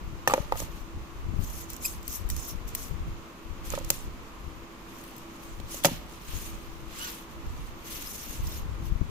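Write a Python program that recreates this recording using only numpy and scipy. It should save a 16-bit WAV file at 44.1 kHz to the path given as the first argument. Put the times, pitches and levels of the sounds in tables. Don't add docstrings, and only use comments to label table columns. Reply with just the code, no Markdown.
import sys
import numpy as np
from scipy import signal
from scipy.fft import rfft, irfft, next_fast_len
from scipy.io import wavfile

SR = 44100
rng = np.random.default_rng(int(sys.argv[2]) if len(sys.argv) > 2 else 0)


def level_to_linear(level):
    exponent = np.asarray(level, float) / 20
    return 10 ** exponent


def generate_wav(signal):
    frames = np.transpose(np.atleast_2d(signal))
    scaled = np.clip(frames, -1, 1) * 32767
    pcm = np.round(scaled).astype(np.int16)
    wavfile.write(sys.argv[1], SR, pcm)


N = 401298


def at_hz(points, hz):
    table_hz, value = np.array(points).T
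    return np.interp(np.log(hz), np.log(table_hz), value)


def bins_hz(size):
    return np.maximum(np.arange(size // 2 + 1) * SR / size, 5)


def rms_one(x):
    return x / np.sqrt(np.mean(x ** 2) + 1e-20)


def drift(rate_hz):
    r = np.exp(-80 * np.pi * rate_hz / SR)
    white = rng.standard_normal(N // 40 + 2002)
    slow = signal.lfilter([1], [1, -2 * r, r * r], white)[2000:]
    return np.interp(np.arange(N) / 40, np.arange(len(slow)), rms_one(slow))


def coloured(x, spectrum):
    size = next_fast_len(N)
    gain = level_to_linear(at_hz(spectrum, bins_hz(size)))
    return irfft(rfft(x, size) * rms_one(gain), size)[..., :N]


def shared(mid, side, alike):
    return np.sqrt(1 + alike) * mid + np.sqrt(1 - alike) * side * [[1], [-1]]


def pair(alike):
    mid, side = rng.standard_normal((2, N))
    return shared(mid, side, alike) / np.sqrt(2)


def filtered(x, order, hz, kind):
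    return signal.sosfilt(signal.butter(order, hz, kind, fs=SR, output="sos"), x)


def panned(db):
    return level_to_linear(np.array([db / 2, -db / 2]))


def ring(clicks, hz, t60_s):
    r, w = level_to_linear(-60 / (t60_s * SR)), 2 * np.pi * hz / SR
    return signal.lfilter([0, np.sin(w)], [1, -2 * r * np.cos(w), r * r], clicks + 1e-18)


def swells(s, db, rise_s, fade_s, span_db, power, rest_db):
    t = np.arange(0, N + 32, 32) / SR - s[:, None]
    away = np.where(t < 0, -t / np.abs(rise_s[:, None]), t / np.abs(fade_s[:, None]))
    swell_db = db[:, None] - span_db * np.minimum(away ** power, 9)
    power_sum = level_to_linear(2 * swell_db).sum(0) + level_to_linear(2 * rest_db)
    return np.interp(np.arange(N) / 32, np.arange(t.shape[1]), 10 * np.log10(power_sum))


def late_left(x, samples):
    return np.array([np.roll(x[0], samples), x[1]])


# frequency in Hz, level in dB per Hz.
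FAN_SPECTRUM = [(30, 3.5), (100, -4.5), (250, -0.5), (450, -6.5), (730, -11), (1100, -4.5), (1350, -9),
                (1600, -14), (2500, -14.5), (4000, -22), (8000, -32), (16000, -41)]
# frequency in Hz, likeness 0-1.
FAN_LIKENESS = [(60, 0.64), (130, 1), (300, 0.75), (650, 0.54), (1400, 0.017), (16000, .01)]
AIR_DB, HUM_HZ, HUM_WIDTH_HZ, HUM_DB = -48.5, 333, 4.1, -58.5


def room_air():
    size = next_fast_len(N)
    alike = np.clip(at_hz(FAN_LIKENESS, bins_hz(size)), 0, 1)
    mid, side = rfft(rng.standard_normal((2, size)))
    white = irfft(shared(mid, side, alike), size)[:, :N]
    hum = rms_one(ring(rng.standard_normal(N), HUM_HZ, 2.7 / HUM_WIDTH_HZ))
    hum = hum + 1.3 * np.sin(2 * np.pi * HUM_HZ * np.cumsum(1 + .004 * drift(2)) / SR)
    air = level_to_linear(AIR_DB + 0.47 * drift(3.4)) * coloured(white, FAN_SPECTRUM)
    return air + level_to_linear(HUM_DB) * hum * panned(-4.5)[:, None]


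# fullest in seconds, level in dB, half length in seconds, left-right in dB.
PORT_GUSTS = [(0.05, -38.5, .3, 6), (0.402, -41, .15, 13), (0.578, -35.5, 0.19, -7), (0.78, -43, 0.28, 13),
              (0.98, -34, .09, 2.5), (1.291, -32.5, 0.19, 10), (1.402, -33.5, 0.11, 13),
              (1.54, -40, .28, -8), (1.96, -40, 0.31, -3), (2.253, -39, .12, 18), (2.34, -33.5, .15, -7.5),
              (2.592, -39, 0.24, 12), (2.73, -43, 0.17, -12), (2.921, -38.5, .15, 19.5),
              (3.07, -32, 0.15, -6.5), (3.527, -40.5, .1, 13), (3.771, -34.5, 0.26, -4),
              (4.06, -40.5, 0.31, -5), (4.47, -40.5, 0.17, 10), (5.6, -40, 0.21, 5), (5.95, -42, 0.33, 1),
              (6.356, -37.5, .15, 11.5), (6.517, -40.5, .3, -3.5), (6.802, -46, 0.48, 7.5),
              (7.55, -35, 0.29, -4.5), (8.015, -46, .33, 0.5), (8.29, -47, .1, 13),
              (8.446, -32.5, .15, -2.5), (8.642, -33.5, 0.21, 3), (8.93, -33.5, 0.45, 11.5)]
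GUST_SPAN_DB, GUST_ROUND, LULL_DB = 20, 1.38, -60


def draught():
    s, db, half_s, pan_db = np.transpose(PORT_GUSTS)
    left, right = [swells(s, db + way * pan_db / 2, half_s, half_s, GUST_SPAN_DB, GUST_ROUND, LULL_DB)
                   for way in (1, -1)]
    low = filtered(rng.standard_normal((2, N)), 2, [18, 65], "band")
    high = filtered(rng.standard_normal((2, N)), 2, [60, 150], "band")
    side_db = np.array([left + 4.3 * drift(34.7), right + 2.3 * drift(36)])
    high_db = -8.5 + 0.53 * (side_db + 29.5)
    return level_to_linear(side_db) * (rms_one(low) + level_to_linear(high_db) * rms_one(high))


# start in seconds, peak in dB, coarseness in dB, left-right in dB.
SNAPS_OF_CARD = [(0.2746, -13, -8, 5), (0.2987, -26, -4, 0.5), (0.3075, -23, -8, 5), (0.3195, -32, -2, -2),
                 (0.337, -11.5, -12.5, -10.5), (0.3714, -34, -5, -7), (0.5221, -23, -9, -2),
                 (0.601, -18, -19, -5), (3.7235, -21.5, -14, 3), (3.7514, -24.5, -11, -12),
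                 (3.891, -30, -18, 2), (3.9022, 1.5, -24, -5), (5.5997, -35, -6, -8),
                 (5.838, -13, -17, 0.5), (5.847, -5, -10, -10), (5.853, -2.5, -10.5, -3),
                 (8.8548, -38, -12, 6)]
# start in seconds, peak in dB, left-right in dB.
SNAPS_OF_TISSUE = [(1.701, -21, 3), (1.7327, -22, -6), (1.7644, -24, -8), (1.849, -28, -5),
                   (1.8599, -17, 0.5), (2.0287, -29, -3), (2.0785, -16.5, 7), (2.289, -25, 5),
                   (2.3, -11.5, -3), (2.364, -18.5, -8), (2.6893, -26, -5), (2.7495, -9.5, 0),
                   (3.7025, -19, -10), (3.787, -23.5, -13), (3.846, -22, -9), (5.0379, -35, 9),
                   (5.1104, -37, 8), (5.1641, -36, 14), (5.1804, -36, 15), (8.4702, -23, -7),
                   (3.93, -28, -5), (8.522, -30, -5)]
SNAP_T60_S, TISSUE_COARSE_DB = 0.017, -24


def snaps():
    bright, coarse, t = np.zeros((2, N)), np.zeros((2, N)), np.arange(4000) / SR
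    tissue = [(s, db, TISSUE_COARSE_DB, pan) for s, db, pan in SNAPS_OF_TISSUE]
    for s, peak_db, coarse_db, pan_db in [*SNAPS_OF_CARD, *tissue]:
        i = round(s * SR)
        rise = np.minimum(t / .0005, 1) * panned(pan_db)[:, None]
        bright[:, i:i + 4000] += rise * level_to_linear(peak_db - 10.5 - 60 * t / SNAP_T60_S)
        coarse[:, i:i + 4000] += rise * level_to_linear(peak_db + coarse_db - 8.0 - 60 * t / (1.23 * SNAP_T60_S))
    top = filtered(bright * pair(0.95), 3, 4600, "high")
    middle = filtered(coarse * pair(0.97), 2, [1500, 4200], "band")
    return top + level_to_linear(15.5) * middle


# start in seconds, peak in dB, loudest ring in Hz, thud in dB, hardness in dB per octave.
TRAY_KNOCKS = [(0.2752, -11.5, 870, -23, 1), (0.2981, -19.5, 1150, -33, 0), (0.308, -21, 1180, -20, -2),
               (0.320, -21, 800, -25, -0.5), (0.337, -6.5, 880, -28, -3), (0.36, -29, 560, -27, -4.0),
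               (0.3785, -20, 570, -32, -3), (0.5225, -15, 926, -27, -1), (0.556, -29.5, 696, -26, 0),
               (0.602, -31, 473, -13, -1.5), (0.62, -30.5, 616, -8.5, -0.5), (3.737, -25, 560, -29, 0),
               (3.747, -37, 473, -23, -4.0), (3.777, -24.5, 580, -27, -10), (3.9025, -26, 565, -14, -3),
               (5.599, -41, 428, -3, -17), (5.744, -37, 643, -12, -11), (5.847, -12, 740, -9, 1.5),
               (5.8535, -14, 700, -13, -0.5), (5.859, -18, 720, -15, -9), (5.912, -40, 500, 10, -3)]
# start in seconds, peak in dB, loudest ring in Hz, thud in dB, #
# hardness in dB per octave.
FURTHER_KNOCKS = [
    (0.283, -26, 420, -18, -6),
    (0.313, -24, 1180, -25, -2),
    (0.3405, -21, 560, -28, -3),
    (3.811, -34, 552, -25, -8),
    (3.719, -37, 1030, -30, -4),
    (5.869, -25, 400, -6, -5),
    (5.885, -30, 900, -4, -2),
]
# frequency in Hz, level in dB, t60 in seconds.
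TRAY_MODES = [
    (370, -4, 0.03),
    (555, 5.5, 0.05),
    (880, 4, 0.03),
    (1200, 2.5, 0.035),
    (1794, -2, 0.025),
    (2420, -4.5, 0.028),
    (3180, -14, 0.018),
]
# frequency in Hz, level in dB, t60 in seconds.
TABLE_MODES = [
    (115, -8, 0.13),
    (163.8, -7.5, 0.22),
    (228.6, -5, 0.058),
    (308, -3.5, 0.046),
]
FIRM_T60_S, T60_S_PER_DB = 0.010, .0008
CHATTER_DB, CHATTER_T60_S = -34, .08
RADIATES_HZ = 480


def knocks():
    out, push, t = np.zeros((2, N)), np.hanning(12) / -6, np.arange(9000) / SR
    count = len(TRAY_KNOCKS)
    shares = rng.normal(0, 1, (count, 3, len(TRAY_MODES)))
    chatters = rng.standard_normal((count, 2, 9000)) * level_to_linear(CHATTER_DB - 60 * t / CHATTER_T60_S)
    for k, (s, peak_db, hz, thud_db, tilt_db) in enumerate([*TRAY_KNOCKS, *FURTHER_KNOCKS]):
        share, chatter = shares[k % count], chatters[k % count]
        t60_s = FIRM_T60_S - T60_S_PER_DB * peak_db
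        contact = .9 * chatter[0] + .35 * chatter + (t == 0)
        click = signal.lfilter(push, [1], contact) * level_to_linear(peak_db)
        sound = level_to_linear(-0.4) * ring(click, hz, .8 * t60_s)
        for (mode_hz, mode_db, mode_t60_s), z in zip(TRAY_MODES, share.T):
            spread_db = 1.5 * z[0] + 2.2 * z[1:, None]
            level = level_to_linear(mode_db - 7.5 + spread_db + tilt_db * np.log2(mode_hz / 600))
            sound += level * ring(click, mode_hz * (1 + 0.015 * z[1]), mode_t60_s * t60_s / 0.04)
        sound = filtered(sound, 2, RADIATES_HZ, "high")
        for m, (mode_hz, mode_db, mode_t60_s) in enumerate(TABLE_MODES):
            sound += (-1) ** m * level_to_linear(mode_db + thud_db + 4.5) * ring(click[0], mode_hz, mode_t60_s)
        i = round(s * SR)
        out[:, i:i + 9000] += sound
    return out


# start
# in seconds, frequency in Hz, peak in dB, t60 in seconds, # left-right in dB.
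CONTACT_RINGS = [(0.2752, 1800, -10.5, .022, 0), (0.2752, 2790, -18, .016, 0), (0.2752, 4600, -28, .012, -4),
                 (0.2752, 5960, -24, .04, -4), (0.2752, 7330, -30, .015, 0), (0.3372, 2420, -21, .022, 0),
                 (0.3372, 5290, -30, .012, -4), (0.3372, 6200, -31, .014, -4), (3.9022, 2010, -27, .018, 0),
                 (3.9022, 2520, -23, .012, 0), (3.9022, 3310, -31, .012, 0), (3.9022, 5210, -18, .013, -4),
                 (3.9022, 7050, -20, .014, -4), (3.9022, 8700, -21, .012, 0), (5.848, 1570, -21, .02, 0),
                 (5.848, 2430, -24, .035, 0), (0.573, 6600, -38, .012, -4), (8.474, 5500, -38, .015, -4),
                 (8.474, 6600, -41, .015, -4), (8.468, 3700, -42, .015, 0), (8.52, 560, -40, .03, 0),
                 (8.308, 6600, -43, .025, -4), (3.904, 565, -22, .036, -1), (3.9024, 1400, -28, .015, 0),
                 (5.849, 1300, -20, .035, 0), (5.849, 560, -16, .07, -1), (0.2985, 2300, -28, .02, 0),
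                 (0.5228, 1900, -30, .015, 0), (0.5228, 5300, -36, .012, -4)]


def contact_rings():
    out, t = np.zeros((2, N)), np.arange(2500) / SR
    for s, hz, peak_db, t60_s, pan_db in CONTACT_RINGS:
        i = round(s * SR)
        tone = np.sin(2 * np.pi * hz * t) * np.minimum(t / .0004, 1)
        out[:, i:i + 2500] += panned(pan_db)[:, None] * level_to_linear(peak_db - 60 * t / t60_s) * tone
    return out


# fullest in seconds, hiss in dB, rise in seconds, fade in seconds.
CARD_RUBS = [(0.277, -28, 0.0028, 0.017), (0.601, -37.5, 0.068, .07), (0.776, -55, .15, .09),
             (3.66, -43.5, .022, .1), (3.89, -52, .1, .05), (3.913, -39, .015, .15),
             (5.729, -37, .055, 0.13), (5.853, -20.5, 0.015, 0.023), (6.122, -52.5, 0.085, .1),
             (6.366, -42.5, .2, 0.24), (6.47, -46.5, 0.17, 0.058), (6.627, -56.5, .15, 0.12),
             (6.733, -57, .15, .25), (7.0, -42, .09, 0.12), (7.09, -42, .1, .13), (7.2, -54, .1, .09),
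             (7.325, -58, .08, .045), (7.625, -58, .35, 0.27), (7.87, -43.5, .03, 0.22),
             (7.94, -41.5, 0.13, 0.37), (8.33, -43, 0.23, .1), (8.46, -49, .15, .1),
             (8.549, -41.5, .1, 0.083)]
# fullest in seconds, hiss in dB, rise in seconds, fade in seconds.
WEIGHT_DRAGS = [
    (0.29, -44.5, .015, 0.21),
    (3.747, -47, 0.077, 0.13),
    (5.87, -39.5, .03, 0.15),
    (7.02, -44, .15, 0.17),
    (7.97, -50, .12, .15),
    (6.31, -50, .05, 0.097),
]
# fullest in seconds, hiss in dB, rise in seconds, fade in seconds.
TISSUE_RUBS = [(1.435, -45, .04, 0.15), (1.601, -41.5, .2, .075), (1.702, -42.5, .02, 0.12),
               (1.858, -34.5, 0.061, 0.12), (2.085, -40, .01, .15), (2.16, -37, 0.11, .05),
               (2.301, -40, .012, .07), (2.38, -44.5, .04, .2), (2.495, -38.5, 0.21, .05),
               (2.68, -44.5, .012, 0.044), (2.752, -37, .005, .03), (2.78, -43.5, .035, .15),
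               (2.84, -42.5, 0.13, 0.091), (4.99, -54, .22, .4), (5.17, -59, .2, .2),
               (5.444, -54, 0.19, .3), (8.141, -41, 0.23, .3), (8.862, -51, 0.067, .055)]
# roundness of the swell, coarseness in dB of a faint stroke, its loss in dB per dB of force.
RUB_MATERIALS = [
    (1.32, -1.5, .75),
    (1.4, 0.3, .4),
    (1.33, 3, 0.14),
]
STROKE_SPAN_DB, REST_HISS_DB = 20.5, -67
FAINT_DB, REST_COARSE_DB = -59, 3


def rub_levels():
    hiss, drag = level_to_linear(2 * REST_HISS_DB), level_to_linear(2 * (REST_HISS_DB + REST_COARSE_DB))
    for rows, (power, coarse_db, loss) in zip([TISSUE_RUBS, CARD_RUBS, WEIGHT_DRAGS], RUB_MATERIALS):
        db = swells(*np.transpose(rows), STROKE_SPAN_DB, power, -200)
        hiss = hiss + level_to_linear(2 * db)
        drag = drag + level_to_linear(2 * (db + coarse_db - loss * np.maximum(db - FAINT_DB, 0)))
    return np.sqrt(hiss), np.sqrt(drag)


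def patches(white):
    flares = [level_to_linear(3 * drift(9) + 3.5 * drift(40)) for _ in range(6)]
    pitches_hz = np.linspace(4800, 15000, 20) + rng.normal(0, 196, 20)
    total = np.zeros_like(white)
    for k, hz in enumerate(pitches_hz):
        total += (-1) ** k * np.roll(flares[k % 6], k * 30011) * ring(white, hz, 0.0033)
    return rms_one(total)


# frequency in Hz, level in dB per Hz.
HISS_SPECTRUM = [(1500, -41), (3200, -13.5), (4600, -14), (5600, -3.5), (7500, -6.5), (10000, -6),
                 (16000, -10.5)]
# frequency in Hz, level in dB per Hz.
DRAG_SPECTRUM = [(300, -34), (800, -20), (1300, -5), (2000, -3), (2900, 0), (4300, -3), (6000, -12),
                 (9000, -28)]
# frequency in Hz, width in Hz, level in dB.
CARD_MODES = [
    (5250, 500, -10),
    (6370, 140, -5.5),
    (7980, 400, -28),
    (9600, 780, -10),
    (13000, 2100, -6),
]


def rubs():
    hiss, drag = rub_levels()
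    fibres = pair(0.073)
    rings = sum(level_to_linear(db + 3.5 * drift(20)) * rms_one(ring(fibres, hz, 2.2 / width_hz))
                for hz, width_hz, db in CARD_MODES)
    mottled = .85 * fibres + .45 * patches(fibres)
    bright = coloured(mottled, HISS_SPECTRUM) + level_to_linear(-10.5) * rings
    grain = level_to_linear(-3.5 + 1.06 * drift(21) + 1.04 * drift(150))
    return grain * (hiss * bright + level_to_linear(3.5) * drag * coloured(pair(0.16), DRAG_SPECTRUM))


# fullest in seconds, half length in seconds, slips in Hz, level in dB,
# sag of pitch at the ends 0-1.
STICK_SLIPS = [
    (1.856, .014, 2550, -30, 0.05),
    (7.04, .085, 1510, -39.5, .3),
    (8.075, .01, 5200, -41.5, 0),
    (8.525, .012, 3650, -45, .03),
    (5.84, .007, 3450, -33, .01),
]
# multiple of the slip rate, level in dB.
SLIP_HARMONICS = [
    [(1, -4), (2, -5), (3, 0), (4, -6), (5, -4)],
    [(1, -3), (2, -5), (3, -14), (4, -13), (5, -15)],
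    [(1, 0)],
    [(1, 0)],
    [(1, 0)],
]
SQUEAK_FADE_DB = 21


def squeaks():
    out, wobble, flutter = np.zeros(N), drift(290), drift(90)
    for (s, half_s, hz, level_db, sag), harmonics in zip(STICK_SLIPS, SLIP_HARMONICS):
        on = np.arange(round((s - 2 * half_s) * SR), round((s + 2 * half_s) * SR))
        arch = ((on / SR - s) / half_s) ** 2
        slips_hz = hz * (1 - sag * arch) * (1 + .02 * wobble[on])
        phase = 2 * np.pi * np.cumsum(slips_hz) / SR
        for multiple, db in harmonics:
            order = int(round(multiple))
            waver_db = 5 * np.roll(flutter, 9001 * order)[on]
            gain = level_to_linear(level_db - SQUEAK_FADE_DB * arch + db + waver_db)
            out[on] += gain * np.sin(order * phase + multiple ** 2)
    return out


ROOM_T60_S, WALL_CUT_HZ = 1, 13000


def room(x):
    size = next_fast_len(N + SR)
    w = 2 * np.pi * np.arange(size // 2 + 1) / size
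    dull = 1 / (1 + 1j * w * SR / (2 * np.pi * WALL_CUT_HZ))
    combs = []
    for k, lag_s in enumerate(rng.uniform(.008, .03, 12)):
        loop = level_to_linear(-60 * lag_s / ROOM_T60_S) * dull * np.exp(-1j * w * lag_s * SR)
        combs.append(loop / (1 - loop) * (-1) ** (k // 2))
    sides = np.array([sum(combs[::2]), sum(combs[1::2])])
    return irfft(rfft(x, size) * sides, size)[:, :N]


ROOM_DB = -34.5
KNOCK_LAG, RINGS_LAG, RUSTLE_LAG = 9, 5, 18


def scene():
    background = room_air() + draught()
    near = late_left(knocks(), KNOCK_LAG) + late_left(contact_rings(), RINGS_LAG)
    near += late_left(snaps() + rubs() + squeaks(), RUSTLE_LAG)
    return near + level_to_linear(ROOM_DB) * room(near) + background


def band_limit(x):
    return signal.sosfilt(signal.butter(12, 16500, fs=SR, output="sos"), x)


# frequency in Hz, width in Hz, level in dB.
PORT_RESONANCES = [
    [(13600, 5250, 12), (5700, 6300, -2)],
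    [(6800, 2380, 10.5), (10840, 5900, -1), (15100, 5800, -15)],
]
CUTOFF_HZ = 15550


def record(dry):
    ports = []
    for x, peaks in zip(dry, PORT_RESONANCES):
        for hz, width_hz, db in peaks:
            w, a, g = 2 * np.pi * hz / SR, np.tan(np.pi * width_hz / SR), level_to_linear(db / 2)
            x = signal.lfilter([1 + a * g, -2 * np.cos(w), 1 - a * g], [1 + a / g, -2 * np.cos(w), 1 - a / g], x)
        ports.append(x)
    rounded = .9 * np.tanh(np.array(ports) / .9)
    mix = signal.sosfilt(signal.ellip(8, .5, 45, CUTOFF_HZ, fs=SR, output="sos"), rounded)
    return band_limit(mix)


dry = scene()
out = record(dry)
generate_wav(out)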